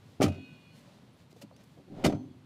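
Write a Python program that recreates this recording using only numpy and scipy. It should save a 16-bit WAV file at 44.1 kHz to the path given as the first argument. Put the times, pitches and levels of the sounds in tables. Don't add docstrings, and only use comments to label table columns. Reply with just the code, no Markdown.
import sys
import numpy as np
from scipy import signal
from scipy.fft import rfft, irfft
from scipy.io import wavfile
from scipy.ndimage import map_coordinates

SR = 44100
rng = np.random.default_rng(int(sys.argv[2]) if len(sys.argv) > 2 else 0)


def how_loud(loudness_db):
    steps = np.asarray(loudness_db, float) / 20
    return 10 ** steps


def transcribe(u):
    v = np.clip(np.atleast_2d(u).T, -1, 1)
    q = np.round(v * 32767).astype(np.int16)
    wavfile.write(sys.argv[1], SR, q)


N = 108045

# start_s, level_db, contact_ms, favoured_hz
KNOCKS = [(0.2037, -22, 0.86, 500), (.211, -21, 1.4, 557), (0.2168, -14, 0.92, 410),
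          (.221, -17.5, 0.61, 252), (0.2245, -20, 0.14, 720), (.240, -14, 1.3, 252),
          (0.246, -20.5, 0.59, 286), (.252, -34, 0.73, 280), (0.261, -27, 0.84, 560),
          (0.271, -31.5, 0.39, 260), (.282, -28, 0.92, 600), (.288, -46, 1.2, 260), (0.3, -24, 2.4, 150),
          (2.039, -30, 0.31, 600), (2.0455, -19.5, 0.98, 400), (2.0492, -17.5, 0.8, 380),
          (2.0535, -19, 1.05, 397), (2.058, -16, 0.81, 380), (2.0625, -19, 0.69, 764),
          (2.066, -15, 0.53, 169), (2.082, -19.5, 1.2, 280), (2.0978, -24, 0.49, 730),
          (2.124, -29, 1.07, 450), (2.134, -23, 1.3, 314), (2.151, -26, 2, 150)]
# pitch_hz, level_db, fade_60db_s
FRAME_TONES = [(68, -22, 0.24), (98, -3.5, 0.079), (150, -3, 0.13), (205.2, -2, 0.1), (261.3, -1, 0.091),
               (301, 0.5, 0.083), (388.4, -3, 0.077), (464, -9, 0.055), (553.5, -1, 0.039),
               (607, -6.5, 0.09), (687.6, -3.5, 0.052), (781.5, -8.5, 0.078), (915, -7.5, 0.024),
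               (1190, -29, 0.037)]
# peak_s, level_db, rise_s, fade_60db_s, contact_ms
SHUDDERS = [
    (0.242, -29.5, 0.021, 0.37, 1.3),
    (.42, -57, 0.11, 0.98, 2.13),
    (1.789, -52, 0.017, 0.11, 1.22),
    (1.93, -48, 0.035, 0.99, 1.7),
    (2.01, -42.5, 0.055, 0.71, 1),
    (2.1, -36, 0.039, 0.35, 0.3),
    (2.25, -49, 0.25, 0.79, 3.3),
]
# start_s, level_db, pitch_hz,
# fade_60db_s
TAPS = [(.2028, -15, 307, 0.019), (1.915, -44, 265, 0.14), (1.995, -36, 267, 0.089),
        (0.516, -43, 150.6, 0.16), (0.959, -47, 212, 0.081), (1.3289, -47.5, 410, 0.024),
        (1.363, -48, 474, 0.051), (1.415, -51, 569.5, 0.15), (1.424, -49.5, 565, 0.059),
        (1.431, -44, 271, 0.092), (1.439, -37.5, 207, 0.064), (1.5123, -44, 654, 0.018),
        (1.525, -46, 510, 0.022), (1.775, -51, 310.4, 0.051), (1.792, -54, 316, 0.032),
        (1.998, -46, 620, 0.035), (1.785, -65, 630, 0.043), (1.42, -58, 670, 0.092)]
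# start_s, level_db, pitch_hz, fade_60db_s
CLINKS = [(0.2146, -35, 1186, 0.1), (0.2201, -32, 5630, 0.018), (0.233, -34, 3090, 0.082),
          (.26, -40, 1233, 0.069), (.281, -51, 6600, 0.027), (1.326, -62, 4900, 0.013),
          (1.5642, -58, 6160, 0.018), (1.5645, -75, 10800, .02), (2.046, -31, 1997, 0.057),
          (2.05, -36, 1590, 0.11), (2.064, -38, 5570, 0.025), (2.072, -40, 3620, 0.059)]
# peak_s, level_db, rise_s, fade_60db_s, brightness_db_per_octave
CRUNCHES = [(0.203, -45, 0.00082, .03, -8), (0.211, -35.5, 0.0013, 0.074, -3.5),
            (0.2204, -29.5, 0.0011, 0.012, 2), (.231, -29.5, 0.004, 0.085, 1),
            (.242, -33.5, 0.0035, 0.063, -1), (0.263, -44.5, 0.0025, 0.072, -1.5),
            (0.282, -48.5, 0.0028, 0.09, -0.5), (0.324, -53, 0.0032, .05, -3.5),
            (.35, -59, 0.011, 0.16, -3), (1.317, -65, 0.0095, 0.044, 3.5),
            (1.329, -55.5, 0.00061, 0.0043, 3), (1.365, -65, 0.00085, 0.062, 2),
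            (1.423, -51, 0.0057, 0.051, 3.5), (1.513, -78, 0.00077, .02, -16),
            (1.565, -61, 0.0012, 0.026, 2), (1.64, -65, 0.0036, 0.052, 7.5), (2.019, -60, 0.036, 0.17, -9),
            (2.041, -39.5, .0008, 0.03, -2), (2.051, -28, 0.0047, 0.089, 0),
            (2.065, -32.5, 0.0023, 0.046, 1.5), (2.081, -48, .004, .06, -13),
            (2.097, -49, 0.0022, 0.11, -2), (2.126, -46.5, 0.0015, 0.059, -5),
            (2.151, -56.5, 0.0039, 0.1, -4)]
# pitch_hz, level_db_per_hz
CRUNCH_COLOUR = [(530, -59), (950, -13.5), (1250, -2), (1780, -13.5), (2030, -6.5), (5630, -12.5),
                 (12700, -25.5), (15800, -31.5)]
SPRING_HZ = [1497, 1990, 2449, 2519, 2799, 2934, 3359, 3715, 3752, 4269, 4366, 6900]
# level_db, fade_60db_s, damped_at_s
SPRING_TONES = [(-12, 4.1, 0.56), (-27, 5.6, 1), (-10.5, 11, 0.625), (-3, 7, 0.563), (-10, 3, 0.74),
                (-14, 4.1, 0.77), (-19, 6.8, 0.73), (-20, 8.1, 0.55), (-19, 6.2, 0.63), (-18, 7, 0.8),
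                (-18.5, 4.3, 0.77), (-23, 1, 0.49)]
# start_s, pitch_hz, level_db, damped_at_s
REVIVALS = [
    (.61, 2449, -63, .73),
    (.635, 2519, -67, .72),
    (.71, 1497, -71, .77),
]
STRIKER_HZ = [4274, 6062, 6158, 3320]
# level_db, fade_60db_s, damped_at_s
STRIKER_TONES = [(-20.5, 1.5, 9), (-13, 0.23, 9), (-2, 0.48, 9), (-19.5, 1.6, 9)]
# start_s, pitch_hz, level_db, fade_60db_s, damped_at_s
PANEL_HUMS = [
    (.208, 125, -29, .5, .25),
    (.252, 95, -24, .9, .325),
    (.35, 95, -41, .9, .405),
    (.375, 262, -44, .55, 1),
    (.236, 275, -21, .3, .262),
    (2.048, 308, -18.5, .4, 2.074),
    (2.08, 295, -29, .4, 2.105),
    (2.138, 105, -30, .5, 2.18),
    (2.175, 256, -39, .6, 3),
]
# middle_s, level_db, half_width_s, brightness_db_per_octave
BRUSHES = [(.5, -70, 0.29, -2.5), (.11, -67.5, 0.074, -2), (.78, -63.5, 0.034, -0.5),
           (.88, -63.5, 0.062, -3.5), (.95, -68, 0.032, -2.5), (1.21, -68.5, 0.031, -1.5),
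           (1.39, -69.5, 0.032, 0.5), (1.048, -71, 0.17, -4), (1.608, -65, 0.019, -2.5),
           (1.72, -74, 0.067, 1), (2.014, -49, 0.05, -6)]
# pitch_hz, level_db_per_hz
CLOTH_COLOUR = [(350, -36), (600, -3), (697, -14.5), (1070, -10.5), (1140, -15.5), (3750, -11.5),
                (15800, -25.5)]
# start_s, length_s, start_hz, middle_hz, end_hz
BIRD_NOTES = [
    (1.12, .04, 9800, 10250, 9700),
    (1.145, .04, 14300, 13600, 12600),
    (1.52, .078, 4350, 4800, 6400),
]
BIRD_DB = [-79, -85, -72]
# pitch_hz, level_db_per_hz
RUMBLE_COLOUR = [(15, -87), (25, -43), (80, -9), (122, 0.5), (262, -6.5), (323, -13.5), (525, -16.5),
                 (703, -25.5), (1200, -36), (1560, -78.5), (2640, -120)]
# pitch_hz, level_db_per_hz
AIR_COLOUR = [(350, -54), (600, -9), (697, -2), (1790, -9), (4400, -11.5), (5000, -17), (13500, -27.5),
              (15800, -39)]
# pitch_hz, level_db
MIC_BASS = [(20, -33), (60, -6.5), (110, 0)]
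# pitch_hz, level_db
TREBLE_LIMIT = [(15600, 0), (15850, -90)]

SHUDDER_PER_S = 1500
FAVOUR_DB = 4
SPRING_S, SPRING_DB = 0.25, -53
STRIKER_S, STRIKER_DB = 2.07, -57
RUMBLE_DB, AIR_DB = -58, -69
CABIN_T60_S, CABIN_DB = 0.15, -8.5


def unit(x):
    return x / np.sqrt(np.mean(x ** 2) + 1e-20)


def coloured(x, points, tilt_db=0):
    hz = np.fft.rfftfreq(len(x), 1 / SR) + 1
    point_hz, point_db = np.transpose(points)
    level_db = np.interp(np.log(hz), np.log(point_hz), point_db) + tilt_db * np.log2(hz / 4000)
    return irfft(rfft(x) * how_loud(level_db), len(x))


def wobble(rate, size=N):
    knots = rng.standard_normal(int(size * rate / SR) + 4)
    return map_coordinates(knots, [np.arange(size) * rate / SR])


def swell(s, rise, t60):
    t = np.arange(N) / SR - s
    growing = np.exp(-0.5 * (t / max(rise, 1e-4)) ** 2)
    fading = how_loud(-60 * np.abs(t) / max(t60, 1e-3))
    return np.where(t < 0, growing, fading)


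def grit(spiky_db, size=N):
    return unit(rng.standard_normal(size) * how_loud(spiky_db * wobble(1500, size=size)))


def pressed(x, ms):
    push = np.hanning(int(ms * SR / 1000) + 3)
    return signal.fftconvolve(x, push / push.sum())[:len(x)]


def frame_modes():
    t = np.arange(SR // 2) / SR
    hz, level, t60 = np.transpose(FRAME_TONES)[:, :, None]
    return how_loud(level - 60 * t / t60) * np.sin(2 * np.pi * hz * t)


def knocks(modes):
    out = np.zeros(N + SR)
    hz = np.transpose(FRAME_TONES)[0]
    for s, db, ms, near_hz in KNOCKS:
        size, side = rng.standard_normal((2, len(FRAME_TONES)))
        strength = how_loud(1.54 * size - FAVOUR_DB * np.log2(hz / near_hz) ** 2)
        ring = (strength * np.sign(side + 0.33)) @ modes
        start = round((s - ms / 1000) * SR)
        out[start:][:len(ring)] += 0.64 * how_loud(db) * pressed(ring, ms)
    return out[:N]


def shudders(modes):
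    out = np.zeros(N)
    t = np.arange(SR // 2) / SR
    signs = (-1.) ** np.arange(len(FRAME_TONES))
    body = signs @ modes * how_loud(-60 * t / 0.27)
    for s, db, rise, t60, ms in SHUDDERS:
        impacts = (rng.random(N) < SHUDDER_PER_S / SR) * rng.standard_normal(N)
        felt = pressed(body, ms)
        felt = felt / np.linalg.norm(felt)
        out += signal.fftconvolve(how_loud(db) * swell(s, rise, t60) * unit(impacts), felt)[:N]
    return out


def taps_and_clinks():
    out = np.zeros(N + SR)
    t = np.arange(SR // 2) / SR
    for s, db, hz, t60 in TAPS + CLINKS:
        tone = np.sin(2 * np.pi * hz * t) + 0.5 * np.sin(2 * np.pi * 1.45 * hz * t)
        onset = 1 - np.exp(-4 * hz * t)
        out[round(s * SR):][:len(t)] += how_loud(db - 60 * t / t60) * tone * onset
    return out[:N]


def crunch():
    out = np.zeros(N)
    lead, span = 4096, 16384
    for s, db, rise, t60, tilt in CRUNCHES:
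        start = round(s * SR) - lead
        near = slice(start, start + span)
        noise = unit(coloured(grit(1.4, size=span), CRUNCH_COLOUR, tilt))
        out[near] += how_loud(db) * swell(s, rise, t60)[near] * noise
    return out


def cabin(x):
    t = np.arange(SR // 4) / SR
    colour = [(200, 28), (1500, 2.5), (14000, -0.5)]  # Hz, dB
    tail = coloured(rng.standard_normal(len(t)), colour) * how_loud(-60 * t / CABIN_T60_S)
    return x + how_loud(CABIN_DB) * signal.fftconvolve(x, tail / np.linalg.norm(tail))[:N]


def steel(pitches, modes, s, db, waver_db, sway):
    t = np.clip(np.arange(N) / SR - s, 0, None)
    ring = np.zeros(N)
    for hz, (level, t60, stop) in zip(pitches, modes):
        waver = waver_db * (1 - level / 7) * wobble(22)
        tone = np.sin(2 * np.pi * hz * t + sway * wobble(30))
        damping = 1 + np.exp(np.clip((t + s - stop) / 0.012, -50, 50))
        ring += how_loud(level - 60 * t / t60 + waver) * tone / damping
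    return how_loud(db) * ring * (1 - np.exp(-t / 0.01))


def springs():
    out = steel(SPRING_HZ, SPRING_TONES, SPRING_S, SPRING_DB, waver_db=0.8, sway=0.5)
    for s, hz, db, stop in REVIVALS:
        out += steel([hz], [(0, 3, stop)], s, db, waver_db=0.8, sway=0.4)
    return out


def striker():
    return steel(STRIKER_HZ, STRIKER_TONES, STRIKER_S, STRIKER_DB, waver_db=1.2, sway=0.5)


def floor_panels():
    out = np.zeros(N)
    for s, hz, db, t60, stop in PANEL_HUMS:
        out += steel([hz], [(0, t60, stop)], s, db, waver_db=1, sway=0.15)
    return out


def cloth():
    out = np.zeros(N)
    t = np.arange(N) / SR
    for s, db, width, tilt in BRUSHES:
        stroke = np.exp(-0.5 * ((t - s) / width) ** 2)
        out += how_loud(db) * stroke * unit(coloured(grit(1.8), CLOTH_COLOUR, tilt))
    return out


def birds():
    out = np.zeros(N)
    for (s, length, *hz), db in zip(BIRD_NOTES, BIRD_DB):
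        u = np.linspace(0, 1, round(length * SR))
        pitch = np.polyval(np.polyfit([0, 0.5, 1], hz, 2), u)
        whistle = np.sin(2 * np.pi * np.cumsum(pitch) / SR)
        breath = how_loud(db + 2 * wobble(230)[:len(u)]) * np.sin(np.pi * u) ** 0.42
        out[round(s * SR):][:len(u)] += breath * whistle
    return out


def ambience():
    rumble = unit(coloured(rng.standard_normal(N), RUMBLE_COLOUR)) * how_loud(RUMBLE_DB + wobble(14))
    air = unit(coloured(rng.standard_normal(N), AIR_COLOUR)) * how_loud(AIR_DB + 0.6 * wobble(6))
    return rumble + air


def scene():
    modes = frame_modes()
    frame = knocks(modes) + shudders(modes) + taps_and_clinks()
    mix = coloured(frame, MIC_BASS) + cabin(crunch())
    mix += springs() + striker() + floor_panels()
    mix += cloth() + birds() + ambience()
    return mix[None]


def roll_off(x):
    return signal.sosfilt(signal.butter(12, 15830, fs=SR, output="sos"), x)


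def record(dry):
    mix = coloured(dry[0], TREBLE_LIMIT)[None]
    return roll_off(mix)


dry = scene()
out = record(dry)
transcribe(out)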